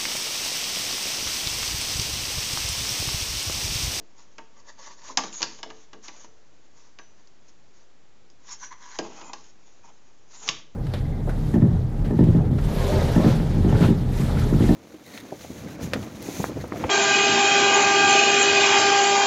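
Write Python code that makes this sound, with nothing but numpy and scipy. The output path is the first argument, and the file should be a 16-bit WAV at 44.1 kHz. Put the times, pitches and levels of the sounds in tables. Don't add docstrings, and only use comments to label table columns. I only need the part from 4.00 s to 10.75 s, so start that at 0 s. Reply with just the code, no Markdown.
import sys
import numpy as np
from scipy import signal
from scipy.fft import rfft, irfft, next_fast_len
from scipy.io import wavfile
from scipy.ndimage import uniform_filter1d, map_coordinates

SR = 44100
rng = np.random.default_rng(int(sys.argv[2]) if len(sys.argv) > 2 else 0)


def transcribe(signal):
    frames = np.atleast_2d(signal).T
    limited = np.clip(frames, -1, 1)
    pcm = np.round(limited * 32767).astype(np.int16)
    wavfile.write(sys.argv[1], SR, pcm)


N = 297675


def amp(db):
    return 10 ** (np.asarray(db) / 20)


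def unit(x):
    return x / np.sqrt(np.mean(x ** 2) + 1e-20)


def along(points, hz):
    f, v = np.transpose(points)
    return np.interp(np.log(hz + 1), np.log(f + 1), v)


def wobble(rate):
    knots = rng.standard_normal(int(N * rate / SR) + 4)
    return map_coordinates(knots, [np.arange(N) * rate / SR])


def filtered(x, response):
    m = next_fast_len(len(x) + SR // 10)
    hz = np.fft.rfftfreq(m, 1 / SR)
    return irfft(rfft(x, m) * response(hz), m)[:len(x)]


def coloured(x, spectrum):
    return unit(filtered(x, lambda hz: amp(along(spectrum, hz))))


def add(track, s, sound):
    part = track[round(s * SR):][:len(sound)]
    part += sound[:len(part)]


def background():
    # frequency in Hz, rms level in dB.
    hum_partials = [(120, -87.5), (180, -88), (258, -86), (360.7, -83)]
    # frequency in Hz, relative level in dB.
    floor_spectrum = [(20, 1.5), (50, 1.5), (140, 1.5), (400, 0.5), (650, -3), (1000, -6.5), (2000, -9.5),
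                      (4000, -13.5), (7000, -14)]
    floor_db = -60
    t = np.arange(N) / SR
    hum = np.zeros(N)
    for hz, db in hum_partials:
        hum += amp(db) * np.sqrt(2) * np.sin(2 * np.pi * hz * t + .6 * wobble(4))
    return hum + amp(floor_db) * coloured(rng.standard_normal(N), floor_spectrum)


def asperities(rate, spread_db, smooth_db):
    happens = rng.random(N) < rate / SR
    sizes = rng.standard_normal(N) * amp(spread_db * rng.standard_normal(N))
    return unit(happens * sizes) + amp(smooth_db) * rng.standard_normal(N)


def rubbed(resonances):
    def tube(f):
        response = 0
        for k, (centre, width, db) in enumerate(resonances):
            resonance = 1j * f * width / (centre * centre - f * f + 1j * f * width)
            response = response + (-1) ** k * amp(db) * resonance
        return response

    ringing = filtered(asperities(rate=700, spread_db=3, smooth_db=-4), tube)
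    drift = np.cumsum(.011 * wobble(16))
    return unit(map_coordinates(ringing, [np.arange(N) + drift], order=3, mode="reflect"))


def patchy(x, depth_db):
    z = signal.stft(x, nperseg=512)[2]
    field = uniform_filter1d(rng.standard_normal(z.shape), 5, 0)
    field = uniform_filter1d(field, 7, 1)
    patched = signal.istft(z * amp(depth_db * unit(field)), nperseg=512)[1]
    return unit(patched[:N])


def push(t, length, swell_db):
    get_going_s, come_to_rest_s = .0115, .018
    going = 1 / (1 + np.exp(-t / get_going_s))
    swell = amp(swell_db * (np.clip(t / length, 0, 1) - .5))
    resting = np.exp(-np.maximum(t - length, 0) / come_to_rest_s)
    return going * swell * resting


def sliding():
    # start in seconds, length in seconds, surface hiss in dB, pipe body in dB,
    # swell from start to end in dB; both levels are before the trims and the unsteady grip.
    strokes = [(0.15, .07, -60, -60.5, 10), (0.555, .05, -61.5, -60.5, 0), (0.681, .012, -46, -46, 0),
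               (0.793, .135, -48.2, -47.8, -2), (0.98, .07, -52.5, -52, 0), (1.063, .055, -43.7, -47, -5),
               (1.2, .09, -43, -55, -2), (1.335, .105, -42.5, -57.5, 2), (1.47, .13, -50.3, -57, -6),
               (1.68, .16, -57.5, -68, -2), (2.037, .05, -45.5, -60, 2), (2.12, .125, -53, -57.5, 2),
               (2.76, .13, -59.3, -63, -4), (3.465, .025, -58.5, -72, 0), (3.74, .07, -61, -68, 3),
               (4.436, .094, -49.5, -51.5, 17), (4.602, .047, -43.5, -44.3, 4),
               (4.715, .012, -52, -39.5, 0), (4.808, .162, -47.5, -45.3, 3), (5, .285, -52.3, -46.7, 0),
               (5.29, .018, -56, -42, 0), (5.36, .14, -57, -60.5, -6), (5.62, .16, -62.3, -76, -5),
               (5.845, .05, -58, -53.5, 0), (6.315, .042, -47, -51.5, 2), (6.4, .08, -42.8, -49, 7),
               (6.51, .11, -54, -68, -10)]
    # frequency in Hz, relative level in dB.
    hiss_spectrum = [(200, -38), (1000, 0.5), (2400, -3), (3200, -2.5), (3900, -2), (4700, -1), (5200, 0.5),
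                     (5700, 4), (6800, 8), (7500, -9.5)]
    # frequency in Hz, width in Hz, relative level in dB.
    first_pipe = [(288, 110, -12), (432, 70, -9.5), (567, 73, -5.5), (903, 45, 0.5), (979, 60, 0),
                  (1144, 48, -0.5), (1743, 98, -7), (2026, 57, -9.5), (3550, 76, -12), (4630, 130, -7.5),
                  (5570, 200, -13)]
    picking_up = [(290, 130, -22), (813, 96, -9), (982, 75, 1.5), (1160, 130, -5.5), (1516, 70, -6),
                  (1680, 49, -3.5), (1970, 170, -6), (2264, 300, -17.5), (3230, 66, -16.5),
                  (4190, 150, -15)]
    second_pipe = [(165, 67, -7.5), (270, 81, -2.5), (450, 14, 3.5), (664, 91, -3.5), (798, 59, 1.5),
                   (943, 120, 1.5), (1450, 270, -14), (2044, 39, -7.5), (2510, 53, -6.5), (3200, 93, -14)]
    first_until_s, picking_up_until_s = 4.2, 5.03
    let_go_s, held_again_s = 3.85, 4.4
    hiss_trim_db, body_trim_db = -.7, -2.7
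    t = np.arange(N) / SR
    local = np.arange(-SR // 8, SR // 2) / SR

    held = (t < let_go_s) | (t > held_again_s)
    fidget = amp(2.5 * wobble(9)) * held
    hiss_power = (amp(-71) * fidget) ** 2
    body_power = (amp(-73) * fidget) ** 2
    for s, length, hiss_db, body_db, swell_db in strokes:
        stroke = push(local, length, swell_db)
        add(hiss_power, s + local[0], (amp(hiss_db) * stroke) ** 2)
        add(body_power, s + local[0], (amp(body_db) * stroke) ** 2)

    grip_db = 1.7 * wobble(70)
    which = np.searchsorted((first_until_s, picking_up_until_s), t)
    body = np.choose(which, [rubbed(first_pipe), rubbed(picking_up), rubbed(second_pipe)])
    hiss = coloured(asperities(rate=1800, spread_db=0.5, smooth_db=4.5), hiss_spectrum)
    body_sound = np.sqrt(body_power) * amp(grip_db + body_trim_db) * patchy(body, depth_db=2.5)
    hiss_sound = np.sqrt(hiss_power) * amp(grip_db + hiss_trim_db) * patchy(hiss, depth_db=2.0)
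    return body_sound + hiss_sound


def ring(modes, t):
    out = np.zeros(len(t))
    for hz, db, t60 in modes:
        level = amp(db + 2 * rng.standard_normal() - 60 * t / t60)
        out += level * np.sin(2 * np.pi * (hz * t + rng.random()))
    return out


def struck(modes, spectrum, t, attack, t60, dense_db):
    clear = ring(modes, t) / np.linalg.norm([amp(db) for _, db, _ in modes])
    crowd = coloured(rng.standard_normal(len(t)), spectrum) * amp(dense_db - 60 * t / t60)
    sound = (clear + crowd) * (1 - np.exp(-t / attack))
    return sound / np.sqrt(np.sum(sound ** 2) / (SR / 100))


def favoured(rows, near_hz, boost_db, octaves):
    out = []
    for hz, db, *rest in rows:
        distance = np.log2(hz / near_hz) / octaves
        out.append((hz, db + boost_db / (1 + distance ** 2), *rest))
    return out


def knocks():
    # start in seconds, strength in dB, brightness in dB, frequency in Hz favoured by the
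    contacts = [(0.002, -48.5, 0, 964, "thump"), (0.3823, -40.7, -3.5, 910, "tap"),
                (1.1, -44, 0, 996, "thump"), (1.1728, -22.3, 1.9, 807, "clack"),
                (1.1838, -30, 0, 1147, "tap"), (1.236, -36.3, -1, 964, "bump"),
                (1.3277, -46, 0, 1147, "tick"), (1.4052, -39.5, .5, 953, "bump"),
                (1.419, -35.5, -3, 958, "end on"), (1.4284, -31, 0, 1760, "end on"),
                (1.435, -41, 0, 964, "thump"), (1.586, -51, 3, 856, "bump"), (1.6303, -36.7, 5, 904, "tap"),
                (1.657, -39.5, 0, 964, "thump"), (1.7025, -43, -3, 969, "tap"),
                (1.9305, -45.5, .5, 1400, "bump"), (1.941, -44.5, 0, 1141, "thump"),
                (2.0819, -42.5, 1.7, 2000, "tap"), (2.243, -51.5, -3.5, 964, "bump"),
                (2.9874, -45.3, .5, 1660, "tap"), (3.273, -59.5, 0, 883, "tick"),
                (4.301, -61.5, 3, 797, "tick"), (4.988, -31.5, 0, 791, "drop"),
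                (5.212, -45, 0, 926, "bump"), (5.3328, -36.7, -3.3, 791, "clack"),
                (6.4782, -37.5, 3, 1157, "clack"), (6.4888, -29.7, 0, 1100, "end on")]
    touches = {"clack": (-10.5, 0, -5.3, 2, .0003, 2900), "end on": (-7.5, 0, 3, 6.9, .00012, 3400),
               "tap": (-5.5, 0, -1.5, -6, .00027, 2300), "bump": (.5, 0, -3.7, -6.3, .0018, 2900),
               "drop": (6.5, 0, -15, 0, .0003, 2300), "tick": (-12, -10, -14, 0, .0003, 3200),
               "thump": (0, -20, -32, -34, .005, 2400)}
    # frequency in Hz, level in dB, t60 in seconds.
    table_modes = [(160, -10, .25), (216.7, -5.5, 0.29), (268, 4, 0.13), (306, 0, .22), (338, 2, .2),
                   (439.3, 1, 0.29), (526, -4.5, 0.15), (619, -7.5, .22), (685, -5.5, .18)]
    body_modes = [(740.6, -7, 0.083), (813, -2.5, 0.083), (911, -3.5, 0.12), (972, 1, 0.11),
                  (1150, 3, 0.11), (1442, -10, .08), (1614, -3, .1), (1636, 1, 0.061), (1750, -6.5, .07),
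                  (2027, -3, 0.055)]
    wall_modes = [(2410, -11.5, 0.043), (2775, -4, 0.06), (2950, 2.5, 0.046), (3260, -5.5, 0.031),
                  (3570, -11.5, 0.059), (3980, -15, .03)]
    edge_modes = [(4860, 0, 0.041), (5110, -21, 0.036), (5140, -8.5, 0.07), (5950, -2.5, 0.028),
                  (5700, -15, .11), (6560, -8, 0.17), (6500, 0, 0.071), (6210, -3, 0.089),
                  (7130, -11, 0.12)]
    stop_modes = [(72, -28, .25), (108, -24, .22), (140, -22.5, .2)]
    # frequency in Hz, relative level in dB.
    thud_spectrum = [(50, -29.5), (120, -16.5), (200, -4), (330, -9), (680, -3.5), (1000, -16.5),
                     (2500, -63)]
    clack_spectrum = [(200, -32), (520, -13.5), (800, -1.5), (1150, -0.5), (1400, -5.5), (1650, -4.5),
                      (2100, -6), (3200, -20), (8000, -52.5)]
    snap_spectrum = [(600, -43.5), (1700, -12), (2400, -5), (3000, -3), (4000, -4), (5200, -12.5),
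                     (8000, -42.5)]
    crack_spectrum = [(1000, -43), (3300, -20), (4700, 4.5), (5500, 4.5), (6800, -1), (8000, -15.5)]
    tick_spectrum = [(800, -23.5), (2000, -5.5), (3000, 0), (5200, -1.5), (7000, -4.5), (8000, -15)]
    brightness_shares = np.array([-.4, 0, .55, 1])
    out, t = np.zeros(N), np.arange(SR // 2) / SR
    for s, db, bright_db, near_hz, touch in contacts:
        *shares_db, contact, wall_hz = touches[touch]
        thud_db, body_db, wall_db, edge_db = db + np.array(shares_db) + bright_db * brightness_shares
        modes = favoured(body_modes, near_hz, boost_db=8.5, octaves=.08)
        colour = favoured(clack_spectrum, near_hz, boost_db=8.5, octaves=0.33)
        snap = favoured(snap_spectrum, wall_hz, boost_db=7, octaves=.35)
        thud = struck(table_modes, thud_spectrum, t, attack=contact + .0025, t60=.08, dense_db=3)
        thud *= amp(thud_db - 1)
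        body = struck(modes, colour, t, attack=contact + 0.0021, t60=0.057, dense_db=4)
        body *= amp(body_db - .5)
        wall = struck(wall_modes, snap, t, attack=contact, t60=0.036, dense_db=4)
        wall *= amp(wall_db - 1.5)
        edge = struck(edge_modes, crack_spectrum, t, attack=contact, t60=.03, dense_db=9.5)
        edge *= amp(edge_db - 1)
        tick = coloured(rng.standard_normal(len(t)), tick_spectrum)
        tick *= amp(edge_db + 11 - 60 * t / 0.0075) * (1 - np.exp(-t / contact))
        add(out, s, thud + body + wall + edge + tick)
        add(out, s + .027, amp(-10) * thud)
        if touch == "end on":
            add(out, s, amp(db) * ring(stop_modes, t) * (1 - np.exp(-t / .003)))
    return out


def workshop(x):
    # frequency in Hz, t60 in seconds.
    shop_t60 = [(150, 0.71), (400, 0.48), (1000, .3), (3200, 0.4), (7000, 0.27)]
    out, step = np.zeros(N), SR // 4
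    for start in range(0, N, step):
        hz, t, z = signal.stft(rng.standard_normal(SR * 2 // 3), SR, nperseg=256)
        t60 = along(shop_t60, hz)[:, None]
        decay = amp(-60 * t / t60) * (1 - np.exp(-t / 0.0036))
        tail = signal.istft(z * decay, SR, nperseg=256)[1]
        tail /= np.linalg.norm(tail)
        add(out, start / SR, signal.fftconvolve(x[start:start + step], tail))
    return out


def squeaks_and_last_ringing():
    # centre in seconds, half length in seconds (standard deviation of the bell-shaped level), frequency
    # in Hz, width in Hz, level in dB.
    swells = [(1.106, .008, 1070, 200, -40.5), (1.335, .0066, 7100, 347, -42.5),
              (1.375, .03, 6680, 403, -40), (2.21, .011, 6550, 300, -55), (4.522, .024, 5460, 300, -46.5),
              (4.528, .01, 6770, 606, -40), (4.635, .028, 6230, 454, -47), (4.645, .022, 5720, 150, -47),
              (5.129, .029, 2960, 700, -57.5), (5.27, .03, 7030, 300, -53), (6.418, .05, 7000, 705, -51.5),
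              (6.553, .04, 3270, 1200, -52)]
    out, t = np.zeros(N), np.arange(-SR // 4, SR // 4) / SR
    for s, half, centre_hz, width_hz, db in swells:
        noise = rng.standard_normal(len(t))
        band = filtered(noise, lambda hz: 1 / (1 + (2 * (hz - centre_hz) / width_hz) ** 2))
        add(out, s + t[0], amp(db) * unit(band) * np.exp(-.5 * (t / half) ** 2))
    return out


def pings():
    # start in seconds, level in dB.
    catches = [(2.082, -57), (2.244, -64), (2.987, -54), (4.65, -49.5)]
    # frequency in Hz, relative level in dB, t60 in seconds.
    steel_modes = [(5870, -10, 0.51), (5980, -4, 0.4), (6040, -1, 0.51), (6170, -9, .45)]
    out, t = np.zeros(N), np.arange(SR // 2) / SR
    for s, db in catches:
        add(out, s, amp(db) * ring(steel_modes, t) * (1 - np.exp(-t / 0.0026)))
    return out


def scene():
    hits = knocks()
    scrape = sliding() + squeaks_and_last_ringing() + pings()
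    room = workshop(amp(-10) * hits + amp(-11.5) * scrape)
    return (hits + scrape + room + background())[None]


def record(dry):
    top_hz, leak_top_hz, leak_db = 7450, 13000, -51
    offset = -.0068

    def band(hz):
        kept = 1 / np.sqrt(1 + (hz / top_hz) ** 80)
        leak = amp(leak_db) / np.sqrt(1 + (hz / leak_top_hz) ** 20)
        return kept + leak

    return filtered(dry[0], band)[None] + offset


dry = scene()
out = record(dry)
transcribe(out)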